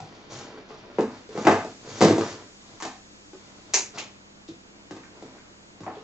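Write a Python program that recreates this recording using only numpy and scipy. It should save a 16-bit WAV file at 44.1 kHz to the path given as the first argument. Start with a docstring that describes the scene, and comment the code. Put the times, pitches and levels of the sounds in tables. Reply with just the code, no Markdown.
"""Plastic light bar on a cardboard box

A small room, two microphones close to a wooden table. On it, a light bar is shifted, knocked and lifted
on a cardboard box. Each blow rings the table top, the hollow box and the loose, chattering casing.
The casing also snaps sharply, and in between it scrapes over the cardboard with its cable.
Under it all lie faint room rumble, mains hum and microphone hiss."""
import sys
import numpy as np
from scipy import signal
from scipy.fft import rfft, irfft, next_fast_len
from scipy.io import wavfile

SR = 44100
rng = np.random.default_rng(int(sys.argv[2]) if len(sys.argv) > 2 else 0)


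def generate_wav(sig):
    """Save sig (samples, or channels by samples) to the path in sys.argv[1] as 16-bit PCM at SR."""
    pcm = np.round(np.clip(np.atleast_2d(sig).T, -1, 1) * 32767).astype(np.int16)
    wavfile.write(sys.argv[1], SR, pcm)


N = 265923

# The small room. Each row: frequency in Hz, time to fall 60 dB in seconds.
ROOM_DECAY = [(100, 0.39), (260, 0.23), (700, 0.23), (1800, 0.34), (5000, 0.25), (8000, 0.27)]
# Reflections at the microphone pair. Each row: frequency in Hz, left-right likeness from 0 to 1.
ROOM_LIKENESS = [(200, 0.9994), (450, 1), (900, 0.88), (1800, 0.5), (3500, 0.28), (6500, 0.63)]
# Rumble and hiss, in phase and out of phase across the pair. Each row: frequency in Hz, level in dB.
HISS_COMMON = [(15, -13), (28, -0.5), (45, -25), (100, -9.5), (200, -4.5), (300, -3), (450, -9),
               (850, -12.5), (1500, -16.5), (3300, -23), (5500, -23), (7000, -18.5), (7800, -26.5),
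               (9000, -48.5)]
HISS_OPPOSED = [(20, -9.5), (110, -7.5), (400, -5.5), (1000, -6), (2700, -10), (5000, -14), (7200, -20),
                (9000, -46)]
# The treble of the hiss, which dulls for a moment. Each row: time in seconds, gain in dB.
HISS_TREBLE = [(.4, -13), (.6, -43), (1.0, -3.5), (1.6, 8.5), (3.5, 5), (4.3, 1.5), (5.7, 3), (5.9, -2)]
# Partials of the mains hum. Each row: frequency in Hz, level in dB.
MAINS_HUM = [(59.5, -68.5), (101, -68), (150.5, -75), (200, -61.5), (300, -67), (350, -71), (500, -76)]
# Spectra of scrape, swish, plastic snap and contact tick. Each row: frequency in Hz, level in dB.
SCRAPE_COLOUR = [(80, -22), (130, -14), (250, 1.5), (430, 4), (680, -1.5), (950, -4.5), (1400, -6),
                 (2500, -15), (5000, -45)]
SWISH_COLOUR = [(600, 4.5), (1500, -4), (2500, -4), (4000, -3), (5500, -0.5), (7000, 0.5), (7800, -15),
                (9000, -32)]
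SNAP_COLOUR = [(90, -51), (220, -37.5), (370, 1), (520, -8), (780, -3), (1500, -10.5), (2400, -2),
               (3200, -9.5), (4600, -6), (5500, -2), (7100, 1), (7800, -14.5), (9000, -28.5)]
TICK_COLOUR = [(500, -23.5), (1000, 0.5), (2000, -1), (2800, -3.5), (4000, -0.5), (5500, -1.5),
               (7000, -3.5), (7800, -9), (9000, -33.5)]
# Pushes of casing and cable over the cardboard. Each row: start, time speeding up and time held
# in seconds, level of the low scrape and of the high swish in dB.
PUSHES = [(-.05, 0.078, .2, -53, -52), (0.271, 0.045, 0.084, -46.5, -42.5), (.36, 0.047, 0.17, -44, -51.5),
          (.62, 0.058, .11, -51, -51), (.8, 0.038, .12, -48.5, -55), (1.05, 0.068, 0.046, -48.5, -50.5),
          (1.28, 0.13, 0.13, -37.5, -42), (1.58, 0.023, 0.091, -47.5, -51), (1.78, 0.17, .04, -42, -40),
          (2.14, 0.046, 0.12, -38, -41), (2.56, 0.081, .14, -58.5, -55), (3.25, .15, 0.3, -60, -57),
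          (3.58, 0.17, 0.069, -53.5, -52.5), (3.934, 0.0083, 0.0038, -43.5, -42.5),
          (4.62, .14, 0.031, -55.5, -76), (5.0, 0.16, 0.21, -54, -61), (5.361, 0.075, 0.093, -55.5, -76),
          (5.7, 0.19, 0.17, -52.5, -57.5)]
# Snaps and creaks of the plastic. Each row: time in seconds, level in dB, swell in seconds, note in Hz.
PLASTIC_SNAPS = [(2.803, -28.5, 0.00072, 1250), (2.824, -24.5, 0.0006, 1220), (2.85, -39, 0.0008, 837),
                 (3.7389, -10, .0032, 5500), (3.7425, -7, 0.00049, 6740), (3.7499, -17.5, .002, 372),
                 (3.7545, -13, .003, 6740), (3.7585, -25, 0.0027, 760), (3.985, -19, 0.0067, 3240),
                 (4.483, -37, 0.0071, 3740), (5.036, -39.5, .0006, 1580), (5.383, -47.5, 0.004, 1640),
                 (5.835, -39, 0.0011, 1170), (5.954, -45, 0.0014, 3480)]
# Modes of table top, box and casing. Each row: frequency in Hz, level in dB, seconds to fall 60 dB.
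TABLE_MODES = [(99.6, -5.5, 0.35), (116, 0.5, 0.13), (145.2, -0.5, 0.16), (158.7, -7.5, 0.09),
               (179.2, -9.5, 0.2), (220.6, -23, 0.21)]
BOX_MODES = [(222.8, -1.5, 0.11), (239.4, -9, 0.59), (261.9, -4.5, 0.46), (305.3, -4, 0.13),
             (323.5, 1.5, 0.12), (358, 7, 0.086), (413.2, 1, 0.17), (436.6, 1.5, 0.12), (478, 4.5, 0.072),
             (517, -4, 0.07), (622, 2, 0.065)]
CASING_MODES = [(677, -11, 0.097), (751, -8, 0.062), (788, 0.5, 0.041), (858, -6.5, 0.076), (919, 1, 0.029),
                (1030, -2.5, 0.027), (1084, -7, 0.027), (1214, 2.5, 0.02), (1300, -5.5, 0.01),
                (1577, 3, 0.011), (1747, -17.5, 0.033), (1987, -5.5, 0.011), (2494, 0.5, 0.0079)]
# Blows of the bar. Each row: start in seconds, force in dB, shares of table top, casing and tick in dB,
# note favoured by the point of contact in Hz, seconds in which the bar's weight damps the box.
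BLOWS = [(0.002, -36.5, 6, -2.5, -6.5, 720, .1), (0.705, -37.5, -22, 7.5, -28, 425, .1),
         (0.985, -7, -23.5, -14.5, -39, 446, 0.074), (0.99, -10.5, -33, -11.5, -32.5, 355, 0.12),
         (1.007, -15, -27, -31, -23, 255, 0.24), (1.29, -33, -33, -19.5, -14.5, 440, 0.12),
         (1.352, -23, -15, -20, -27.5, 420, 0.13), (1.376, -15, -15, -11, -23, 220, 0.054),
         (1.451, -14, -8, -8, -20, 324, 0.11), (1.469, -4, -33, -1, -24, 581, 0.046),
         (1.472, -2.5, -22.5, -1, -23.5, 724, 0.091), (1.512, -10, -22, -5, -22, 422.4, .04),
         (1.646, -19.5, -24, -14.5, -22, 663, 0.088), (1.873, -34, -6.5, -23.5, -31, 460, 0.035),
         (2.007, -8, -7, -21, -16.5, 374, 0.032), (2.014, -15, -20, 3.5, -7, 882, 0.022),
         (2.022, 3.5, -21, -28, -21.5, 240, 0.021), (2.035, -7, -29.5, -17, -23, 296, 0.0088),
         (2.047, -0.5, -24.5, -22.5, -21.5, 610, 0.018), (2.052, -3, -17, -14, -26, 225, 0.023),
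         (2.083, -12, -20.5, -8.5, -15, 336, 0.0089), (2.099, -4, -20, -29.5, -34, 335, 0.021),
         (2.108, -4, -14.5, -16.5, -30, 369.6, 0.009), (2.125, -7.5, -21, -15.5, -34, 329, .1),
         (2.181, -7, -21, -17.5, -26, 348, .025), (2.21, -17.5, -26, -8, -17.5, 410, .04),
         (2.823, -26, -25, -2.5, -5, 295, 0.073), (2.85, -23.5, -24.5, -4, -9, 615, 0.077),
         (3.332, -35.5, -21, -6, -19, 349, 0.07), (3.975, -28.5, -13, 0, -15, 585, 0.068),
         (4.486, -31, -9, -34, -18, 320, .2), (4.909, -27.5, -10, -4, -15.5, 310, 0.13),
         (4.965, -27, -15.5, -12, -20.5, 289, 0.056), (5.224, -26, -18, -18, -23, 296, .2),
         (5.805, -29.5, -1, -15, -19, 297, .1), (5.865, -20.5, -27, -8, -40, 617, .1),
         (5.878, -27.5, -21, -3.5, -45, 730, 0.12), (5.917, -32.5, -22, -6, -41, 720, 0.11),
         (5.968, -30.5, -25, -15, -34, 403, 0.072)]


def amp(db):
    """Decibels to gain."""
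    return 10 ** (np.asarray(db) / 20)


def unit_rms(x):
    """Scales to an rms of one."""
    return x / np.sqrt(np.mean(x ** 2) + 1e-20)


def lookup(points, hz):
    """Reads a table on a log-frequency axis."""
    f, value = np.transpose(points)
    return np.interp(np.log(hz + 1), np.log(f + 1), value)


def bump(hz, centre_hz, width):
    """A bell around one frequency; its width is a share of that frequency."""
    return np.exp(-(np.log((hz + 1) / centre_hz) / width) ** 2)


def add(mix, s, sound):
    """Mixes a sound in at s seconds."""
    part = mix[max(round(s * SR), 0):][:len(sound)]
    part += sound[:len(part)]


def coloured(x, colour):
    """Gives a steady sound a spectrum, at an rms of one."""
    size = next_fast_len(N, True)
    gain = amp(lookup(colour, np.fft.rfftfreq(size, 1 / SR)))
    return unit_rms(irfft(rfft(x, size) * gain, size)[:N])


def resonate(x, hz, width_hz):
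    """A resonance of gain one that follows the curve hz."""
    turn = np.exp(2j * np.pi * np.cumsum(hz) / SR)
    pole = np.exp(-np.pi * width_hz / SR)
    return 2 * (turn * signal.lfilter([1 - pole], [1, -pole], x / turn)).real


def room(x, direct_db, wet_db, build_s):
    """The direct sound, then scattered reflections, at two close microphones."""
    t = np.arange(SR // 2) / SR
    taps = rng.standard_normal((2, len(t))) * (rng.random(len(t)) < 5000 / SR)
    taps *= 1 - np.exp(-t / build_s)
    hz, age, (left, other) = signal.stft(taps, SR, nperseg=256)
    alike = np.clip(lookup(ROOM_LIKENESS, hz), -1, 1)[:, None]
    right = alike * left + np.sqrt(1 - alike ** 2) * other
    decay = amp(-60 * age / lookup(ROOM_DECAY, hz)[:, None])
    tail = signal.istft(np.array([left, right]) * decay, SR, nperseg=256)[1]
    response = amp(wet_db) * tail / np.linalg.norm(tail[0])
    response[:, 0] += amp(direct_db)
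    return signal.oaconvolve(x[None], response, axes=1)[:, :N]


def wall_echo(x, delay_s, echo_db):
    """Low sound comes back once from the nearest wall."""
    return x + amp(echo_db) * np.interp(np.arange(N) - delay_s * SR, np.arange(N), x, left=0)


def room_tone(common_db=-55.5, opposed_db=-54.5):
    """Room rumble and wide microphone hiss; the treble dips briefly near the start."""
    common = amp(common_db) * coloured(rng.standard_normal(N), HISS_COMMON)
    opposed = amp(opposed_db) * coloured(rng.standard_normal(N), HISS_OPPOSED)
    hiss = common + np.array([opposed, -opposed])
    treble = signal.sosfiltfilt(signal.butter(2, 4500, "high", fs=SR, output="sos"), hiss)
    treble_gain = amp(np.interp(np.arange(N) / SR, *np.transpose(HISS_TREBLE)))
    return hiss + (treble_gain - 1) * treble


def mains_hum():
    """A faint hum, alike at both microphones; each partial wavers slightly in phase."""
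    t = np.arange(N) / SR
    hum = np.zeros(N)
    for hz, db in MAINS_HUM:
        waver = 0.4 * coloured(rng.standard_normal(N), [(2, 7.5), (12, -21), (40, -96.0)])
        hum += np.sqrt(2) * amp(db) * np.sin(2 * np.pi * (hz * t + rng.random()) + waver)
    return hum


def slips(per_s, uneven_db):
    """Friction as a train of tiny slips of uneven size."""
    size = amp(uneven_db * np.minimum(rng.exponential(1, N), 4))
    return size * rng.standard_normal(N) * (rng.random(N) < per_s / SR)


def slides(coast_s=0.074, rest_hz=380, rise_hz=253, bright_db=-39.5):
    """Casing and cable slide: coarse slips sound the hollow box, higher with speed; fine ones swish."""
    t = np.arange(N) / SR
    speed, scrape_gain, swish_gain = np.zeros((3, N))
    for start, rise, hold, scrape_db, swish_db in PUSHES:
        coast = np.exp(-np.maximum(t - start - rise - hold, 0) / coast_s)
        push = np.clip((t - start) / rise, 0, 1) * coast
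        speed = np.maximum(speed, push)
        scrape_gain = np.maximum(scrape_gain, amp(scrape_db) * push)
        swish_gain = np.maximum(swish_gain, amp(swish_db) * push)
    coarse = coloured(slips(per_s=1600, uneven_db=5.0), SCRAPE_COLOUR)
    note = unit_rms(resonate(coarse, rest_hz + rise_hz * speed, width_hz=46))
    scrape = scrape_gain * unit_rms(coarse + amp(-12) * note)
    fine = coloured(slips(per_s=5000, uneven_db=4.0), SWISH_COLOUR)
    dull = signal.sosfiltfilt(signal.butter(4, 5400, fs=SR, output="sos"), fine)
    brightness = np.minimum(swish_gain / amp(bright_db), 1)  # a light swish loses its top
    swish = swish_gain * (dull + brightness * (fine - dull))
    return (room(scrape, direct_db=-3.0, wet_db=-3, build_s=0.0025)
            + room(swish, direct_db=[-6, -8], wet_db=1.0, build_s=0.0005))


def click(colour, ring_hz=1000, ring_db=0, size=4096):
    """A causal pulse of the given spectrum, with one broad resonance and a peak of one."""
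    hz = abs(np.fft.fftfreq(size, 1 / SR))
    log_gain = np.log(amp(lookup(colour, hz) + ring_db * bump(hz, ring_hz, width=0.51)))
    minimum_phase = np.exp(np.conj(signal.hilbert(log_gain)))
    pulse = np.fft.ifft(minimum_phase).real[:size // 2]
    return pulse / abs(pulse).max()


def crackle(pulse, swell_s):
    """Spreads a pulse into a quick run of micro-slips that swells and fades, keeping its spectrum."""
    swell = np.hanning(int(2 * swell_s * SR) + 3)
    spectrum = rfft(swell * rng.standard_normal(SR)[:len(swell)])
    micro_slips = irfft(spectrum / abs(spectrum), len(swell))
    return signal.fftconvolve(micro_slips, pulse)


def snaps(places=3, note_db=-37.5, ring_cycles=70):
    """The plastic catches and lets go in quick runs of bright clicks, at a few places along the bar."""
    tracks = np.zeros((places, N))
    for k, (s, db, swell_s, ring_hz) in enumerate(PLASTIC_SNAPS):
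        lift_db = -0.59 * db  # the lighter the snap, the more its note stands out
        pulse = click(SNAP_COLOUR, ring_hz, lift_db, size=8192)
        t = np.arange(len(pulse)) / SR
        linger = amp(note_db + lift_db - 60 * t * ring_hz / ring_cycles)
        note = linger * np.sin(2 * np.pi * ring_hz * t)
        add(tracks[k % places], s - swell_s, amp(db) * crackle(pulse + note, swell_s))
    return sum(room(x, direct_db=[4, 2], wet_db=9.0, build_s=0.0012) for x in tracks)


def rings(modes, band_hz, spread, focus, rise_s, lift_share=1.0, brightening=0, usual_tick_db=-10.5):
    """One ring of a struck body for each blow, its modes weighted by the contact."""
    hz, db, t60 = np.transpose(modes)[:, :, None]
    t = np.arange(SR // 2) / SR
    onset = 1 - np.exp(-t / rise_s)  # bending waves need time to fill a large panel
    radiation = signal.butter(2, band_hz, "band", fs=SR, output="sos")
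    partials = signal.sosfilt(radiation, onset * amp(db - 60 * t / t60) * np.sin(2 * np.pi * hz * t))
    _, force_db, _, _, tick_db, note_hz, _ = np.transpose(BLOWS)[:, :, None]
    # The point of contact favours the modes near its note, the more so in a light blow.
    lift_db = lift_share * (5.5 - 0.26 * force_db) * (bump(hz.T, note_hz, focus) - .5)
    # A hard contact, with more tick than usual, rings brighter; a soft one duller.
    tilt_db = brightening * (tick_db - usual_tick_db) * np.log2(hz.T / hz[0])
    weights = amp(lift_db + tilt_db) * (1 + spread * rng.standard_normal(lift_db.shape))
    return weights @ partials / abs(partials.sum(0)).max()


def chatter(count=6, gap_s=.022, first_db=-11.5, loss_db=2.5):
    """The loose casing hits, then bounces ever more weakly at uneven gaps: pairs of seconds and dB."""
    delays = np.cumsum(gap_s * (.5 + rng.random(count)))
    return [(0, 0), *zip(delays, first_db - loss_db * np.arange(count))]


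def knocks(places=3, casing_boost_db=3.5, tick_boost_db=9.5):
    """Blows at a few places ring table, box and chattering casing, with a gritty tick at the contact."""
    table = rings(TABLE_MODES, band_hz=[90, 260], spread=0.13, focus=0.12, rise_s=0.0044, lift_share=0.82)
    box = rings(BOX_MODES, band_hz=[195, 740], spread=0.19, focus=0.11, rise_s=0.0025)
    casing = rings(CASING_MODES, band_hz=[583, 3150], spread=0.68, focus=0.18, rise_s=0.000067,
                   brightening=0.092)
    tick = click(TICK_COLOUR)
    t = np.arange(SR // 2) / SR
    thuds, clacks = np.zeros((2, places, N))
    for k, (s, force_db, table_db, casing_db, tick_db, _, damp_s) in enumerate(BLOWS):
        thud = box[k] * np.exp(-t / damp_s) + amp(table_db) * table[k]
        add(thuds[k % places], s, amp(force_db) * thud)
        clack = amp(casing_db + casing_boost_db) * casing[k]
        add(clack, 0, amp(tick_db + tick_boost_db) * crackle(tick, swell_s=.0016))
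        for delay, bounce_db in chatter():
            add(clacks[k % places], s + delay, amp(force_db + bounce_db) * clack)
    echoed = [wall_echo(x, delay_s=.0182, echo_db=-6.5) for x in thuds]
    return (sum(room(x, direct_db=-3.0, wet_db=-7.5, build_s=0.0073) for x in echoed)
            + sum(room(x, direct_db=[3, -2], wet_db=6, build_s=0.00077) for x in clacks))


def scene():
    """The handling is close and a little to the right, so it reaches the left microphone later."""
    # A steep low cut takes the deep bass out of the knocks, snaps and slides.
    bass_cut = signal.butter(8, 93, "high", fs=SR, output="sos")
    left, right = signal.sosfilt(bass_cut, knocks() + snaps() + slides())
    size = next_fast_len(N, True)
    hz = np.fft.rfftfreq(size, 1 / SR)
    lag_rad = lookup([(50, 0), (400, 0.14), (900, 0.0), (1800, 0.87), (3500, 1.0), (6500, 0.68)], hz)
    left = irfft(rfft(left, size) * np.exp(-1j * lag_rad), size)[:N]
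    return np.array([left, right]) + room_tone() + mains_hum()


def record(dry, ceiling=.93, edge_hz=9000):
    """The recorder clips the highest peaks and cuts the top of the treble."""
    low_pass = signal.firwin(401, edge_hz, window=("kaiser", 9), fs=SR)
    clipped = np.clip(dry, -ceiling, ceiling)
    return signal.oaconvolve(clipped, low_pass[None], "same")


dry = scene()
out = record(dry)
generate_wav(out)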